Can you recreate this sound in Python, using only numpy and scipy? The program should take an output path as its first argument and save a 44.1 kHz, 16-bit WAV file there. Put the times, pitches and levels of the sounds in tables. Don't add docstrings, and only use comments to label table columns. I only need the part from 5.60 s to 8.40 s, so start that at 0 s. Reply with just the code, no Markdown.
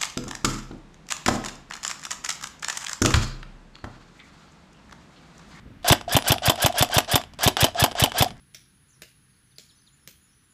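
import sys
import numpy as np
from scipy import signal
from scipy.io import wavfile
from scipy.ndimage import uniform_filter1d

SR = 44100
rng = np.random.default_rng(int(sys.argv[2]) if len(sys.argv) > 2 else 0)


def to_wav(sig):
    pcm = np.clip(np.atleast_2d(sig), -1, 1) * 32767
    pcm = np.round(pcm).astype(np.int16)
    wavfile.write(sys.argv[1], SR, pcm.T)


def gain_from_db(level_db):
    decades = np.asarray(level_db, float) / 20
    return 10 ** decades


N = 123479
T = np.arange(N) / SR


def noise():
    return rng.standard_normal(N)


def evened(x):
    return x / np.sqrt(np.mean(x ** 2) + 1e-20)


def drift(size):
    return evened(uniform_filter1d(noise(), size))


def grit(db, size):
    return evened(noise() * gain_from_db(db * drift(size)))


def colour(x, points):
    hz = abs(np.fft.fftfreq(4096, 1 / SR))
    f, db = np.transpose(points)
    curve = np.interp(np.log(hz + 1), np.log(f), db) - 50 * (hz > 16400)
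    log_gain = np.log(gain_from_db(curve))
    taps = np.fft.ifft(np.exp(np.conj(signal.hilbert(log_gain)))).real[:2048]
    return signal.oaconvolve(x, taps / np.linalg.norm(taps))[:N]


def sine(hz, t):
    return np.sin(2 * np.pi * hz * t)


def resonate(x, hz, width_hz):
    turn = np.exp(2j * np.pi * hz * T)
    r = np.exp(-np.pi * width_hz / SR)
    return 2 * (turn * signal.lfilter([1 - r], [1, -r], x / turn)).real


def blow(at, db, t60, rise_s=0.000085):
    t = np.maximum(T - at, 0)
    return np.minimum(t / rise_s, 1) * gain_from_db(db - np.minimum(60 * t / t60, 200))


def bump(at, spread_s):
    return np.exp(-((T - at) / spread_s) ** 2)


# air puff in seconds, motor start in seconds,
# spring release in seconds, slam in seconds after the puff, slam level in dB.
SHOT_TIMES = [(.3118, .2447, .278, .0100, -9), (.5545, .478, .524, .0113, -10),
              (.7077, .640, .677, .0113, -10), (.8853, .819, .855, .0112, -10),
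              (1.0496, .977, 1.019, .0113, -10), (1.213, 1.141, 1.182, .0115, -10),
              (1.3706, 1.298, 1.340, .0113, -10), (1.5442, 1.476, 1.514, .0117, -9),
              (1.8668, 1.787, 1.832, .0090, -10), (2.0324, 1.969, 2.005, .0102, -10),
              (2.2281, 2.153, 2.197, .0111, -10), (2.4265, 2.352, 2.396, .0113, -10),
              (2.6113, 2.538, 2.581, .0115, -10)]
# air puff in dB, gear load in dB,
# spring scrape in dB, motor brake in dB, long ring in dB.
SHOT_EFFORT = [(-7.5, -1, 2.5, -11, -27), (-11, -2.5, -2, 0, 5.5), (-11.5, -2, 1, 5.5, -1),
               (-12, -1.5, 0, 5, -1), (-13, -2, -0.5, 9, -6), (-13.5, -2.5, 0.5, -3, -7),
               (-13.5, -1.5, -1, 3, 2), (-14, -2, -2, 4, -11), (-11, -1.5, 3, -26, 2),
               (-11, 0, 1.5, 2, -15), (-11.5, -1.5, -0.5, 4, -1), (-11.5, -1, 0.5, 2.5, -9),
               (-12, -1, 1.5, 4, -3)]
# pitch in Hz, level in dB.
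WHISTLE_TONES = [(3540, -16), (2680, -21), (4150, -27)]


def air():
    out = np.zeros(N)
    jet = colour(grit(3, size=12), CLICK_COLOUR)
    whistle_s, edge_s = 0.0045, 0.0006
    for k, (shot, row) in enumerate(zip(SHOT_TIMES, SHOT_EFFORT)):
        puff, puff_db, first = shot[0], row[0], k == 0
        t = T - puff
        swell = np.exp(-(t / np.where(t < 0, 0.027, 0.0079)) ** 2)
        swell *= np.clip((t + 0.00445) / 0.00086, 0, 1)
        out += gain_from_db(puff_db) * swell * np.cos(2 * np.pi * 110.3 * t)
        shudder = np.cos(2 * np.pi * 99.2 * t) + 0.89 * np.cos(2 * np.pi * 230 * t)
        out += blow(puff + 0.035, puff_db - 27, 0.21, 0.0033) * shudder

        t = t + 0.0019 - 0.0048 * first
        gate = np.clip(t / edge_s, 0, 1) * np.clip((whistle_s - t) / edge_s, 0, 1)
        bend = [1 + 0.025 * np.sin(7 * k + hz) for hz, _ in WHISTLE_TONES]
        whistle = sum(gain_from_db(db) * sine(hz * b, t) for (hz, db), b in zip(WHISTLE_TONES, bend))
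        out -= gate * (1 + first * bump(puff + 0.0051, 0.0016)) * whistle
        snap = np.maximum(t - 0.0039, 0)
        out -= gain_from_db(-11) * np.exp(-snap / 0.0008) * sine(3000, snap) * (not first)
        out += gain_from_db(-26.5 + 3.6 * first) * gate * jet
    return out


# frequency in Hz, level in dB.
KNOCK_COLOUR = [(120, -9), (250, 0.5), (700, 11), (1500, 5), (3300, 4), (6000, -7.5), (13000, -13.5),
                (16000, -43)]
# time in seconds after the puff, level in dB, T60 in seconds.
KNOCK_TIMES = [(-.0097, -11, .009), (-.0054, -16, .007), (.015, -9, .009), (.019, -17, .02),
               (.0335, -16, .011)]
# frequency in Hz, level in dB.
SLAM_COLOUR = [(120, -37), (250, -13.5), (749, -9), (2250, -11.5), (3370, -10.5), (7970, -8), (11100, -17),
               (13100, -10), (16000, -22.5)]
# time in seconds after the slam, level in dB, T60 in seconds.
SLAM_TIMES = [(-.0004, 6, 0.013), (.0035, -3, 0.012), (.004, -19, 0.05)]
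# pitch in Hz, level in dB, T60 in seconds.
THUD_MODES = [(278.6, -4, 0.048), (329, -11.5, 0.074), (378, -13.5, 0.062), (750, 5, 0.0084),
              (1565, -2, 0.0069), (652, 0.5, 0.018), (744.4, -7, 0.064), (850.6, -11, 0.08),
              (973, -4, 0.038), (3138, 2, 0.018), (3490, -7.5, 0.036)]
# pitch in Hz, level in dB, T60 in seconds.
RING_MODES = [(4860, -24, .12), (7700, -33, .16), (9540, -22, .045), (11670, -13, .05), (12310, -21, .065),
              (13100, -12, .05), (14180, -16, .055)]
# pitch in Hz, level in dB, T60 in seconds.
LONG_RING_MODE = (9760, -38.5, .35)


def piston():
    knocks, cracks, tones = np.zeros((3, N))
    lucks = rng.standard_normal((len(SHOT_TIMES), 20))
    long_hz, long_db, long_t60 = LONG_RING_MODE
    for (puff, _, _, late, slam_db), row, luck in zip(SHOT_TIMES, SHOT_EFFORT, lucks):
        puff_db, _, _, brake_db, ring_db = row
        hit = puff + late
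        for s, db, t60 in KNOCK_TIMES:
            missing_db = 20 * (s > 0.03 and brake_db < -10)
            knocks += blow(puff + s, db + 2 * luck[round(s * 200)] - missing_db, t60)
        knocks += blow(hit, slam_db - 13.5, 0.083, 0.0042)
        for s, db, t60 in SLAM_TIMES:
            cracks += blow(hit + s, slam_db + db, t60, 0.0006)
        modes = THUD_MODES + RING_MODES + [(long_hz, long_db + ring_db, long_t60)]
        for k, (hz, db, t60) in enumerate(modes):
            pitch = hz * (1 + (0.015 if hz < 9000 else 0.0015) * luck[k])
            db = db + (puff_db + 11) * (hz < 400)
            tones -= blow(hit, slam_db + db + 2 * luck[-k - 1], t60, 0.0015) * sine(pitch, T - hit)
    knocks = colour(knocks * grit(3.5, size=12), KNOCK_COLOUR)
    cracks = colour(cracks * grit(2.37, size=10), SLAM_COLOUR)
    return tones, knocks + cracks


# frequency in Hz, level in dB.
SCRAPE_COLOUR = [(120, -8.5), (200, -13), (683, -4), (2420, -1), (10100, -3), (11100, -9.5), (12800, 0),
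                 (14900, -6), (16000, -42)]


def spring():
    shape = np.zeros(N)
    top_s, t60 = 0.011, 0.045
    for (_, _, free, _, _), row in zip(SHOT_TIMES, SHOT_EFFORT):
        t = T - free
        db = np.where(t < top_s, -4 * (1 - t / top_s), -60 * (t - top_s) / t60)
        shape += (t > 0) * gain_from_db(-18 + row[2] + np.clip(db, -200, 0))
    return colour(shape * grit(3, size=30), SCRAPE_COLOUR)


# frequency in Hz, level in dB.
GEAR_COLOUR = [(120, -92.5), (200, -15.5), (647, -1.5), (1210, -3), (1650, -6), (2420, -11), (3190, -7),
               (7830, -18), (16000, -67)]
# time in seconds after the release, level in dB.
GEAR_LOAD = [(-.045, -38), (-.02, -27.5), (0, -24.5), (.014, -25.5), (.026, -20.5), (.05, -30.5),
             (.07, -37), (.095, -47.5), (0.124, -60)]
# multiple of the mesh rate, level in dB.
MESH_TONES = [(1, -26), (2, -27), (3, -33)]


def motor():
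    hum, load, whine = np.zeros((3, N))
    hum_hz, hum_width_hz, mesh_hz, mesh_top_hz = 704, 33.6, 1026, 1770
    wobble = np.cumsum(drift(400)) * 12 / SR
    load_s, load_curve = np.transpose(GEAR_LOAD)
    for (puff, start, free, _, _), (_, load_db, _, brake_db, _) in zip(SHOT_TIMES, SHOT_EFFORT):
        hum += blow(start, -28.5 + load_db, 0.24, 0.002)
        hum += gain_from_db(-25 + load_db) * bump(free + 0.0067, 0.003)
        hum += gain_from_db(-32.5 + brake_db) * bump(puff + 0.0537, 0.0063)

        strain_db = np.interp(T - free, load_s, load_curve, right=-99)
        load += gain_from_db(load_db + strain_db) * np.clip((T - start) / 0.0021, 0, 1)

        lag = np.exp(-np.maximum(T - start, 0) / 0.026)
        top_hz = mesh_top_hz * (1 + 0.024 * rng.standard_normal())
        turns = np.cumsum(top_hz - (mesh_top_hz - mesh_hz) * lag) / SR + wobble
        swell = bump(free - 0.0058, 0.0065) + gain_from_db(-1) * bump(free + 0.015, 0.0099)
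        whine += gain_from_db(load_db) * swell * sum(gain_from_db(d) * sine(k, turns) for k, d in MESH_TONES)
    housing = resonate(resonate(noise(), hum_hz, hum_width_hz), hum_hz, 3 * hum_width_hz)
    hum_tone = 0.9 * sine(1, hum_hz * T + 3 * wobble)
    hum *= evened(evened(housing) + hum_tone)
    whine *= 1 + 0.5 * drift(70)
    return hum + whine, colour(load * grit(2.5, size=20), GEAR_COLOUR)


# time in seconds, peak level in dB, dullness in dB.
CLICK_TIMES = [(0.2293, -32, -12), (0.2325, -44, -12), (0.237, -47, -9), (0.253, -39, -20),
               (0.3002, -3, 14), (0.3286, 0.5, -4), (0.349, -22, -8), (0.384, -43, -12), (0.448, -46, 0),
               (0.6645, -30, -10), (0.8365, -37, -12), (1.0014, -22, -12), (1.16, -24, -15),
               (1.3158, -15, -13.5), (1.496, -24, -5), (1.8088, -18, -8), (1.8392, -6, -13),
               (1.8573, -20, 5), (1.8831, -1.5, 0), (2.1641, -38, -13), (2.537, -30, 5), (2.768, -40, -7),
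               (2.779, -42, -10), (0.2448, -37.5, 28), (0.2636, -33, -4), (0.2714, -20, -2),
               (0.411, -30, 19.5), (0.472, -45, -15), (0.4949, -15.5, -19), (0.623, -20, -14),
               (0.7829, -14.5, -28), (0.9566, -16, -10), (0.9763, -23, -4), (1.1243, -14.5, -23),
               (1.289, -18, -20), (1.4463, -25, -7), (1.614, -17.5, -15), (1.6376, -32, 8.5),
               (1.736, -27, -2), (1.7744, -55, -12), (1.7888, -35.5, 24.5), (1.9688, -2, -2),
               (2.0845, -18, -5), (2.1466, -31, 14.5), (2.313, -22, 6), (2.3187, -26, 12),
               (2.3521, -30, 12), (2.495, -24, -1), (2.5193, -27, 18), (2.6812, -16, -21),
               (2.7057, -28.5, 15.5), (2.7954, -36, -18)]
# frequency in Hz, level in dB.
CLICK_COLOUR = [(120, -62), (200, -3.5), (836, 2), (2560, -7), (3430, -0.5), (4270, -7.5), (8000, -10.5),
                (13600, -25.5), (16000, -33)]


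def trigger():
    bright = colour(grit(7.1, size=15), CLICK_COLOUR)
    dull = signal.lfilter([0.3], [1, -0.7], bright)
    note_hz = np.repeat(rng.uniform(1200, 7500, size=N // 600 + 1), repeats=600)[:N]
    turn = np.exp(2j * np.pi * np.cumsum(note_hz) / SR)
    note = evened((turn * signal.lfilter([1], [1, -0.94], bright / turn)).real)
    bright = 0.75 * bright + 0.4 * note
    out, t60 = np.zeros(N), 0.016
    for s, db, dull_db in CLICK_TIMES:
        hit = blow(s, db - 6, t60, 0.0002)
        rebound = blow(s + 0.009, db - 24, t60)
        out += (hit + rebound) * (bright + gain_from_db(dull_db - 3.0) * dull)
    return out


# pitch in Hz, width in Hz, level in dB over the direct sound.
BODY_MODES = [(707, 110, 0.5), (1700, 130, -37), (2940, 217, -2.5), (3390, 510, -9), (4890, 97, 5),
              (5500, 670, -2.5), (7860, 290, -2.5), (10070, 560, 2.5), (11200, 130, 8.5), (13500, 100, 3)]


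def body(rattle):
    ringing = sum(gain_from_db(db) * resonate(rattle, hz, width) for hz, width, db in BODY_MODES)
    return gain_from_db(-6.0) * (rattle + ringing)


def yard(x):
    t = T[:SR // 2]
    low_pass = signal.butter(2, 6360, fs=SR, output="sos")
    dull = signal.sosfilt(low_pass, rng.standard_normal(len(t)))
    tail = dull * gain_from_db(-60 * t / 0.24) * (t > 0.008)
    return gain_from_db(-21.5) * signal.oaconvolve(x, tail / np.linalg.norm(tail))[:N]


# frequency in Hz, level in dB.
WASH_COLOUR = [(12, -31), (20, -9), (69, -6.5), (129, -11.5), (270, -12.5), (397, -30), (1650, -26.5),
               (1840, -27.5), (14000, -56.5)]
# time in seconds, level in dB.
GUST_LEVELS = [(0, -58), (.06, -45.5), (.15, -47), (.22, -64), (.4, -48), (1.7, -63.5), (2.6, -52),
               (2.72, -42), (2.77, -54)]


def field():
    s, db = np.transpose(GUST_LEVELS)
    band = signal.butter(2, [30, 200], "band", fs=SR, output="sos")
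    wind = evened(signal.sosfilt(band, grit(3.5, size=700)))
    return gain_from_db(-51) * colour(noise(), WASH_COLOUR) + gain_from_db(np.interp(T, s, db)) * wind


def scene():
    hum, gears = motor()
    tones, cracks = piston()
    rattle = gears + cracks + spring() + trigger()
    rifle = body(rattle) + hum + tones
    return (rifle + yard(rifle) + air() + field())[None]


def band_limit(x):
    return signal.sosfilt(signal.butter(12, 16460, fs=SR, output="sos"), x)


def record(dry):
    edge = signal.butter(14, 15500, fs=SR, output="sos")
    limited = 0.82 * np.tanh(dry / 0.75)
    mix = signal.sosfiltfilt(edge, limited)
    return band_limit(mix)


dry = scene()
out = record(dry)
to_wav(out)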